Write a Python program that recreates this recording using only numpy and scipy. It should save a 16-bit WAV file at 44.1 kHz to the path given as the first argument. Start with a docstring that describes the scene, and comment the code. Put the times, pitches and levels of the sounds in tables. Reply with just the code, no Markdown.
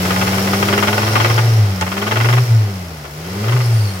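"""In an open engine bay, close to a car engine that is gently revved up and down three times.
Its firing pulses boom and drone, and air rushes in as it speeds up. Under throttle something inside
knocks about once per engine cycle, each knock a short rattle that rings the engine block.
The valves tick over rumble, clatter and hiss. One bright snap marks the start of the second rev,
and a faint whistle falls as the revs drop at the end."""
import sys
import numpy as np
from scipy import signal
from scipy.io import wavfile
from scipy.ndimage import uniform_filter1d

SR = 44100
rng = np.random.default_rng(int(sys.argv[2]) if len(sys.argv) > 2 else 0)


def transcribe(u):
    """Save the signal u as a 16-bit wav file named by the first command-line argument.

    u: samples, shape (n,) or (channels, n), limited to [-1, 1]; the rate is SR.
    q: integer samples, one column per channel.
    """
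    v = np.clip(np.atleast_2d(u).T, -1, 1)
    q = np.round(v * 32767).astype(np.int16)
    wavfile.write(sys.argv[1], SR, q)


N = 176400
T = np.arange(N) / SR
PULSES_PER_CYCLE = 5  # each cylinder fires once per engine cycle

# how loud the moving parts are: t/s, rumble level/dB, clatter level/dB
MACHINE_LEVELS = [(0.0, -26, -26), (0.63, -24, -25.5), (0.88, -25.5, -26.5), (1.26, -23.5, -24.5),
                  (1.57, -29.5, -31), (1.85, -34.5, -33.5), (2.03, -30, -31), (2.22, -30, -29),
                  (2.45, -33, -32), (2.84, -36.5, -38.5), (3.12, -38.5, -39.5), (3.31, -34.5, -34.5),
                  (3.48, -30.5, -31), (4.0, -36.5, -35.5)]
# the notes at which the engine block and its covers ring: f/Hz, level/dB, time to fade by 60 dB/s
BLOCK_NOTES = [(370, -7, .06), (583, -7, 0.044), (862.5, -3.5, 0.1), (1083, 3, 0.028), (1227, 4, .035),
               (1456, 1.5, .05), (1580, -13, 0.046), (2034, 4.5, 0.02), (2280, -20, 0.037),
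               (2610, -7.5, 0.043), (2781, -10, 0.088), (3218, -3, 0.028)]
# how alike left and right are: f/Hz, likeness (1 = the same, 0 = unrelated)
STEREO_LIKENESS = [(30, 1), (120, 1), (250, 0.86), (500, 1), (1000, -0.21), (2000, 0.043), (4000, 0.044),
                   (12000, 0)]


def from_db(db):
    """Turn decibels into a number to multiply by."""
    return 10 ** (np.asarray(db) / 20)


def rms_one(x):
    """Scale a signal so that its average power is 1."""
    return x / np.sqrt(np.mean(x ** 2) + 1e-20)


def in_time(rows):
    """Join a table's points with straight lines, giving each column a value at every sample."""
    times, *columns = np.transpose(rows)
    return [np.interp(T, times, column) for column in columns]


def at_hz(points, hz):
    """Read a table at one frequency, with octaves evenly spaced."""
    freqs, values = np.transpose(points)
    return np.interp(np.log(hz), np.log(freqs), values)


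def pan(db):
    """Left and right gains that make the left louder by db."""
    return from_db(np.array([[.5], [-.5]]) * db)


def spread(pair, hz):
    """Mix two unrelated signals into left and right, with the width and balance of that pitch."""
    # which side is louder: f/Hz, left minus right/dB
    balance = [(60, 4), (200, -2), (380, 5), (700, 1), (1200, 0), (2000, -1.5), (3000, 6.5), (4500, 2.5),
               (7000, -3.5), (10000, 6), (14000, -1)]
    alike = np.clip(at_hz(STEREO_LIKENESS, hz), -.999, .999)
    shared = np.sqrt(1 + alike) * pair[0]
    opposite = np.sqrt(1 - alike) * pair[1] * [[1], [-1]]
    return pan(at_hz(balance, hz)) * (shared + opposite) / np.sqrt(2)


def drift(hz):
    """A smooth random wobble, about 1 in size; a higher hz makes it quicker."""
    r = np.exp(-80 * np.pi * hz / SR)
    noise = rng.standard_normal(N // 40 + 2002)  # one value per 40 samples, plus a run-up
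    slow = signal.lfilter([1], [1, -2 * r, r * r], noise)[2000:]
    return np.interp(np.arange(N) / 40, np.arange(len(slow)), rms_one(slow))


def ring(x, hz, fade_s):
    """Each click in x starts a note that fades by 60 dB in fade_s."""
    r, w = np.exp(-np.log(1000) / (fade_s * SR)), 2 * np.pi * hz / SR
    return signal.lfilter([0, np.sin(w)], [1, -2 * r * np.cos(w), r * r], x + 1e-18)


def clicks(times, sizes):
    """Silence with a single click at each of the times."""
    out = np.zeros(N)
    inside = (times >= 0) & (times < (N - 1) / SR)
    np.add.at(out, (times[inside] * SR).astype(int), sizes[inside])
    return out


def dying(train, decay_s):
    """A loudness curve that jumps at each click and dies away; energies add up."""
    return np.sqrt(signal.lfilter([1], [1, -np.exp(-2 / (decay_s * SR))], train ** 2 + 1e-18))


def coloured(colour, loudness=1):
    """Stereo noise that follows a loudness curve; colour sets how strong its bands are to each other."""
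    edges = np.geomspace(22, 17000, 25)
    white = rng.standard_normal((2, 2, N)) * loudness
    out, power = 0, 0
    for k, (low, high) in enumerate(zip(edges, edges[1:])):
        if high < colour[0][0] or low > colour[-1][0]:
            continue
        hz = np.sqrt(low * high)
        pair = signal.sosfilt(signal.butter(2, [low, high], "band", fs=SR, output="sos"), white[k % 2])
        gain = from_db(at_hz(colour, hz))
        out += gain * spread(pair, hz)
        power += gain ** 2 * (high - low) / SR * (1 + at_hz(STEREO_LIKENESS, hz))
    return out / np.sqrt(power)


def resonance(hz, centre_hz, width_hz, lift_db):
    """How much a tone swells near a pitch at which something likes to vibrate."""
    return from_db(lift_db / (1 + ((hz - centre_hz) / width_hz) ** 2))


def firing(firing_hz, pulse_count):
    """Firing pulses boom and drone; uneven cylinders add weaker tones that swell as the bay resonates."""
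    # the boom, at the firing rate: t/s, level/dB
    boom = [(0.0, -24), (0.03, -25), (0.9, -22), (1.6, -8), (1.79, -25), (1.82, -20.5), (1.95, -34),
            (2.23, -12.5), (2.33, -10.5), (2.43, -10.5), (2.46, -21.5), (2.52, -8), (2.64, -11),
            (2.7, -22.5), (3.02, -38.5), (3.06, -38), (3.19, -41.5), (3.55, -10), (3.64, -17),
            (3.69, -10.5), (3.77, -10.5), (3.84, -13.5), (3.91, -23), (4.0, -28)]
    # the drone, an octave higher: t/s, level/dB
    drone = [(0,-21.5),(.4,-21.5),(.76,-21.5),(1.1,-30.5),(1.36,-44),(1.58,-43),(1.75,-25),(1.9,-27.5),(2.06,-26),(2.2,-40),(2.45,-47),(2.58,-47.5),(2.68,-32),(2.76,-28),(2.87,-35.5),(3.03,-34),(3.075,-42),(3.14,-32.5),(3.3,-29.5),(3.42,-26),(3.5,-43.5),(3.72,-52.5),(3.85,-34.5),(3.94,-30.5),(4,-31)]
    # the weaker tones: pitch as a multiple of the engine's cycle rate
    multiples = (4, 6, 7, 15, 16, 20)
    # the same tones: level/dB against the rumble
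    tone_levels = [-15.5, -10.5, -17.5, -15, -11, -14.5]
    (boom_db,), (drone_db,) = in_time(boom), in_time(drone)
    rumble_db, _ = in_time(MACHINE_LEVELS)
    angle = 2 * np.pi * pulse_count
    out = from_db(boom_db - 0.8 + 0.8 * drift(14.5)) * np.sin(angle)
    out += from_db(drone_db + 0.74 + drift(40)) * np.sin(2 * angle)
    for multiple, db in zip(multiples, tone_levels):
        ratio = multiple / PULSES_PER_CYCLE
        panel = resonance(ratio * firing_hz, centre_hz=401.8, width_hz=15.6, lift_db=14.5)
        cavity = resonance(ratio * firing_hz, centre_hz=112.3, width_hz=4, lift_db=5.5)
        tone = np.sin(ratio * angle + 2 * np.pi * rng.random())
        out += panel * cavity * from_db(rumble_db + db + 0.62 * drift(2.7)) * tone
    return np.sqrt(2) * out * pan(db=0.63)


def valve_beats(pulse_count):
    """One slightly uneven click for each cylinder, in a pattern that repeats every cycle."""
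    # each cylinder's click: level/dB
    pattern = [0, -2.5, -.5, -1.5, -3]
    jitter_s, uneven_db = .0012, 1.1
    beat = np.arange(int(pulse_count[-1]))
    chance = rng.standard_normal((len(beat), 2))
    times = np.interp(beat, pulse_count, T) + jitter_s * chance[:, 0]
    db = np.array(pattern)[beat % PULSES_PER_CYCLE] + uneven_db * chance[:, 1]
    return clicks(times, from_db(db))


def pulsing(beats, share, decay_s):
    """A steady loudness with a share of its power pulsing to the beats."""
    return np.sqrt(1 - share + share * rms_one(dying(beats, decay_s)) ** 2)


def machinery(pulse_count):
    """Rumble and clatter pulse with the cylinders and keep the block humming."""
    # tone of the low rumble: f/Hz, level/dB
    rumble_colour = [(25, -21), (50, -15), (110, 3.5), (170, -4), (260, -6.5), (400, 1), (520, -1),
                     (700, 0.5), (900, -7.5), (1300, -16)]
    # tone of the brighter clatter: f/Hz, level/dB
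    clatter_colour = [(550, -2), (900, 2.5), (1400, 0.5), (2000, 1.5), (3000, -3.5), (4000, -6), (5500, -1),
                      (7500, -55.5)]
    rumble_db, clatter_db = in_time(MACHINE_LEVELS)
    beats = valve_beats(pulse_count)
    rumble = coloured(rumble_colour, from_db(rumble_db - 1) * pulsing(beats, share=0.15, decay_s=0.012))
    shake = from_db(clatter_db) * pulsing(beats, share=0.15, decay_s=0.0077)
    noise = rng.standard_normal((2, N))
    hum = 0
    for k, (hz, db, fade_s) in enumerate(BLOCK_NOTES):
        hum += (-1) ** k * from_db(db) * ring(spread(noise, hz), hz, fade_s)
    clatter = coloured(clatter_colour, from_db(-1) * shake)
    return rumble + clatter + from_db(-3) * shake * rms_one(hum)


def uneven_hits(count, spread_db):
    """A random strength and direction for each hit, left and right."""
    return rng.choice([-1, 1], (2, count)) * from_db(spread_db * rng.standard_normal((2, count)))


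def valve_gear(pulse_count):
    """Each valve tick rings a few bright notes, softened by the cover, over a pulsing hiss."""
    # how loud the high sounds are: t/s, tick level/dB, hiss level/dB
    levels = [(0,-39,-34),(.2,-30,-34.5),(.7,-32.5,-35),(1.3,-29.5,-36.5),(1.5,-34,-40),(1.7,-40,-43.5),(1.9,-38,-41),(2.3,-32.5,-38.5),(2.47,-36,-41.5),(2.58,-42,-45),(3.03,-47,-48.5),(3.25,-44,-45),(3.5,-42,-41.5),(3.63,-36.5,-42),(4,-44,-44)]
    # the notes of the valve parts: f/Hz, level/dB, time to fade by 60 dB/s
    valve_notes = [(4840, -8, 0.028), (5300, 2.5, 0.032), (5540, -1.5, 0.037), (5740, -1, 0.025)]
    # tone of the hiss: f/Hz, level/dB
    hiss_colour = [(3500, -41), (5500, 10.5), (7500, 0), (9000, 1.5), (11500, 3), (14000, 2.5),
                   (16000, 0.5)]
    tick_db, hiss_db = in_time(levels)
    beats = valve_beats(pulse_count)
    ticks = 0
    for hz, db, fade_s in valve_notes:
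        ticks += from_db(db) * ring(beats * uneven_hits(N, spread_db=3.5), hz, fade_s)
    cover = signal.butter(2, (4100, 6800), "band", fs=SR, output="sos")
    hiss = coloured(hiss_colour, from_db(hiss_db + 2.5) * pulsing(beats, share=0.42, decay_s=0.0079))
    return from_db(tick_db - 2.5) * rms_one(signal.sosfilt(cover, ticks)) + hiss


def intake(firing_hz):
    """Air rushes in while the engine gathers speed."""
    # tone of the rushing air: f/Hz, level/dB
    air_colour = [(270, -15), (330, -1), (430, 4), (520, -20)]
    full_throttle_hz_per_s = 190
    climb_hz_per_s = uniform_filter1d(np.gradient(firing_hz) * SR, size=4000)
    throttle = np.clip(climb_hz_per_s / full_throttle_hz_per_s, 0, 1)
    return coloured(air_colour, from_db(-31.5) * throttle * (firing_hz / firing_hz.mean()) ** 2)


def knocking():
    """A knock is a blow and a quick rattle: every hit cracks, rings the block and echoes round the bay."""
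    # the knocks: t/s, blow level/dB, rattle level/dB
    knocks = [(0.051, -16.5, -23), (0.105, -12, -18), (0.16, -15.5, -19), (0.213, -14, -15),
              (0.267, -19.5, -16), (0.33, -19, -22), (0.381, -16, -24), (0.473, -16, -35),
              (0.532, -13, -18.5), (0.626, -10.5, -25), (0.685, -12, -20), (0.726, -11.5, -12.5),
              (0.776, -11, -15), (0.825, -12.5, -13), (0.872, -13, -9), (0.928, -13.5, -21),
              (0.978, -11.5, -25), (1.017, -17, -16.5), (1.065, -18, -17.5), (1.154, -8, -11),
              (1.2, -11.5, -13.5), (1.245, -9.5, -13), (1.299, -15, -19), (1.378, -11.5, -15),
              (1.81, -17, -14), (1.864, -22, -20.5), (1.916, -19, -19), (1.967, -20.5, -17.5),
              (2.016, -18.5, -16), (2.066, -16.5, -17), (2.111, -14.5, -12), (2.157, -15.5, -13),
              (2.2, -16.5, -14), (2.244, -15, -14), (2.286, -13, -14.5), (2.326, -15, -15),
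              (2.367, -18, -14.5), (3.042, -32, -28), (3.44, -26, -34), (3.482, -21.5, -22.5),
              (3.521, -19, -21), (3.563, -21.5, -25), (3.602, -22, -22.5)]
    # the first blow and its bounce: delay/s, level/dB
    blow = [(.001, 1.5), (.004, -3.5)]
    # the rattling hits that follow: delay/s, level/dB
    rattle = [(.0085, -2), (0.012, 0.5), (.0155, -6), (.021, -11)]
    # tone of the crack and its echo: f/Hz, level/dB
    knock_colour = [(200, -7.5), (400, -1.5), (800, -1), (1400, -2.5), (2200, -2), (3200, -9),
                    (4200, -17.5), (6000, -17), (8000, -28), (15000, -33)]
    delay_jitter, uneven_db = .1, 0.36
    starts, blow_db, rattle_db = np.transpose(knocks)
    delay, hit_db = np.transpose(blow + rattle)
    is_blow = np.arange(len(delay)) < len(blow)
    db = hit_db + np.where(is_blow, blow_db[:, None], rattle_db[:, None])
    chance = rng.standard_normal((len(starts), 2, len(delay)))
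    times = (starts[:, None] + delay * (1 + delay_jitter * chance[:, 0])).ravel()
    sizes = from_db(db + uneven_db * chance[:, 1]).ravel()
    hits = clicks(times, sizes)
    crack = from_db(-5) * dying(hits, decay_s=.001)
    echo = from_db(-8) * dying(hits, decay_s=.01)
    out = coloured(knock_colour, np.hypot(crack, echo))
    for hz, note_db, fade_s in BLOCK_NOTES:
        strengths = sizes * uneven_hits(len(sizes), spread_db=2.5)
        pair = np.array([clicks(times, side) for side in strengths])
        out += from_db(note_db - 9) * ring(spread(pair, hz), hz, fade_s)
    return out * pan(db=0.7)


def snap():
    """One bright click as the throttle opens again."""
    # tone of the click: f/Hz, level/dB
    snap_colour = [(2500, -24), (4000, 0), (5700, 2), (8500, -5), (11000, -8), (16000, -22)]
    click = clicks(times=np.array([1.811]), sizes=from_db([-22.5]))
    return coloured(snap_colour, dying(click, decay_s=.0065))


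def whistles():
    """Thin, unsteady whistles as the throttle closes for the last time."""
    # the whistles: start t/s, end t/s, start f/Hz, end f/Hz, relative level/dB
    glides = [(3.61, 3.95, 5250, 4200, 1), (3.6, 3.68, 4350, 4450, 3), (3.62, 4.0, 8950, 8900, -4),
              (3.62, 3.96, 9720, 9700, -9)]
    wobble_hz, flutter_db = 110, 4
    out = 0
    for start, end, start_hz, end_hz, db in glides:
        wobble = wobble_hz * np.array([drift(116.3), drift(115)])
        hz = np.interp(T, [start, end], [start_hz, end_hz]) + wobble
        fade = np.interp(T, [start, start + 0.011, end - .05, end], [0, 1, 1, 0])
        tone = np.sin(2 * np.pi * np.cumsum(hz, axis=1) / SR)
        out += from_db(db - 40 + flutter_db * drift(39.4)) * fade * tone
    return out


def scene():
    """Engine speed drives the drone, intake, machinery and valves; knocks, snap and whistles join in."""
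    # engine speed, as firing pulses per second: t/s, f/Hz
    speed = [(0,91.34),(.7,100),(1.05,105.9),(1.3,111.9),(1.45,115.1),(1.56,111.5),(1.7,98.8),(1.82,89),(2.05,103.1),(2.25,116),(2.41,122.8),(2.56,112.5),(2.8,90.2),(3.0,74.6),(3.09,70),(3.24,82.4),(3.4,102.6),(3.56,124.5),(3.75,113),(4,89.5)]
    firing_hz, = in_time(speed)
    pulse_count = np.cumsum(firing_hz) / SR
    return (firing(firing_hz, pulse_count) + intake(firing_hz) + knocking() + snap()
            + machinery(pulse_count) + valve_gear(pulse_count) + whistles())


def record(dry):
    """Round off the tallest peaks and cut the very highest treble."""
    cutoff_hz = 15800
    rounded = dry / (1 + dry ** 6) ** (1 / 6)
    return signal.sosfilt(signal.ellip(12, .1, 90, cutoff_hz, fs=SR, output="sos"), rounded)


dry = scene()
out = record(dry)
transcribe(out)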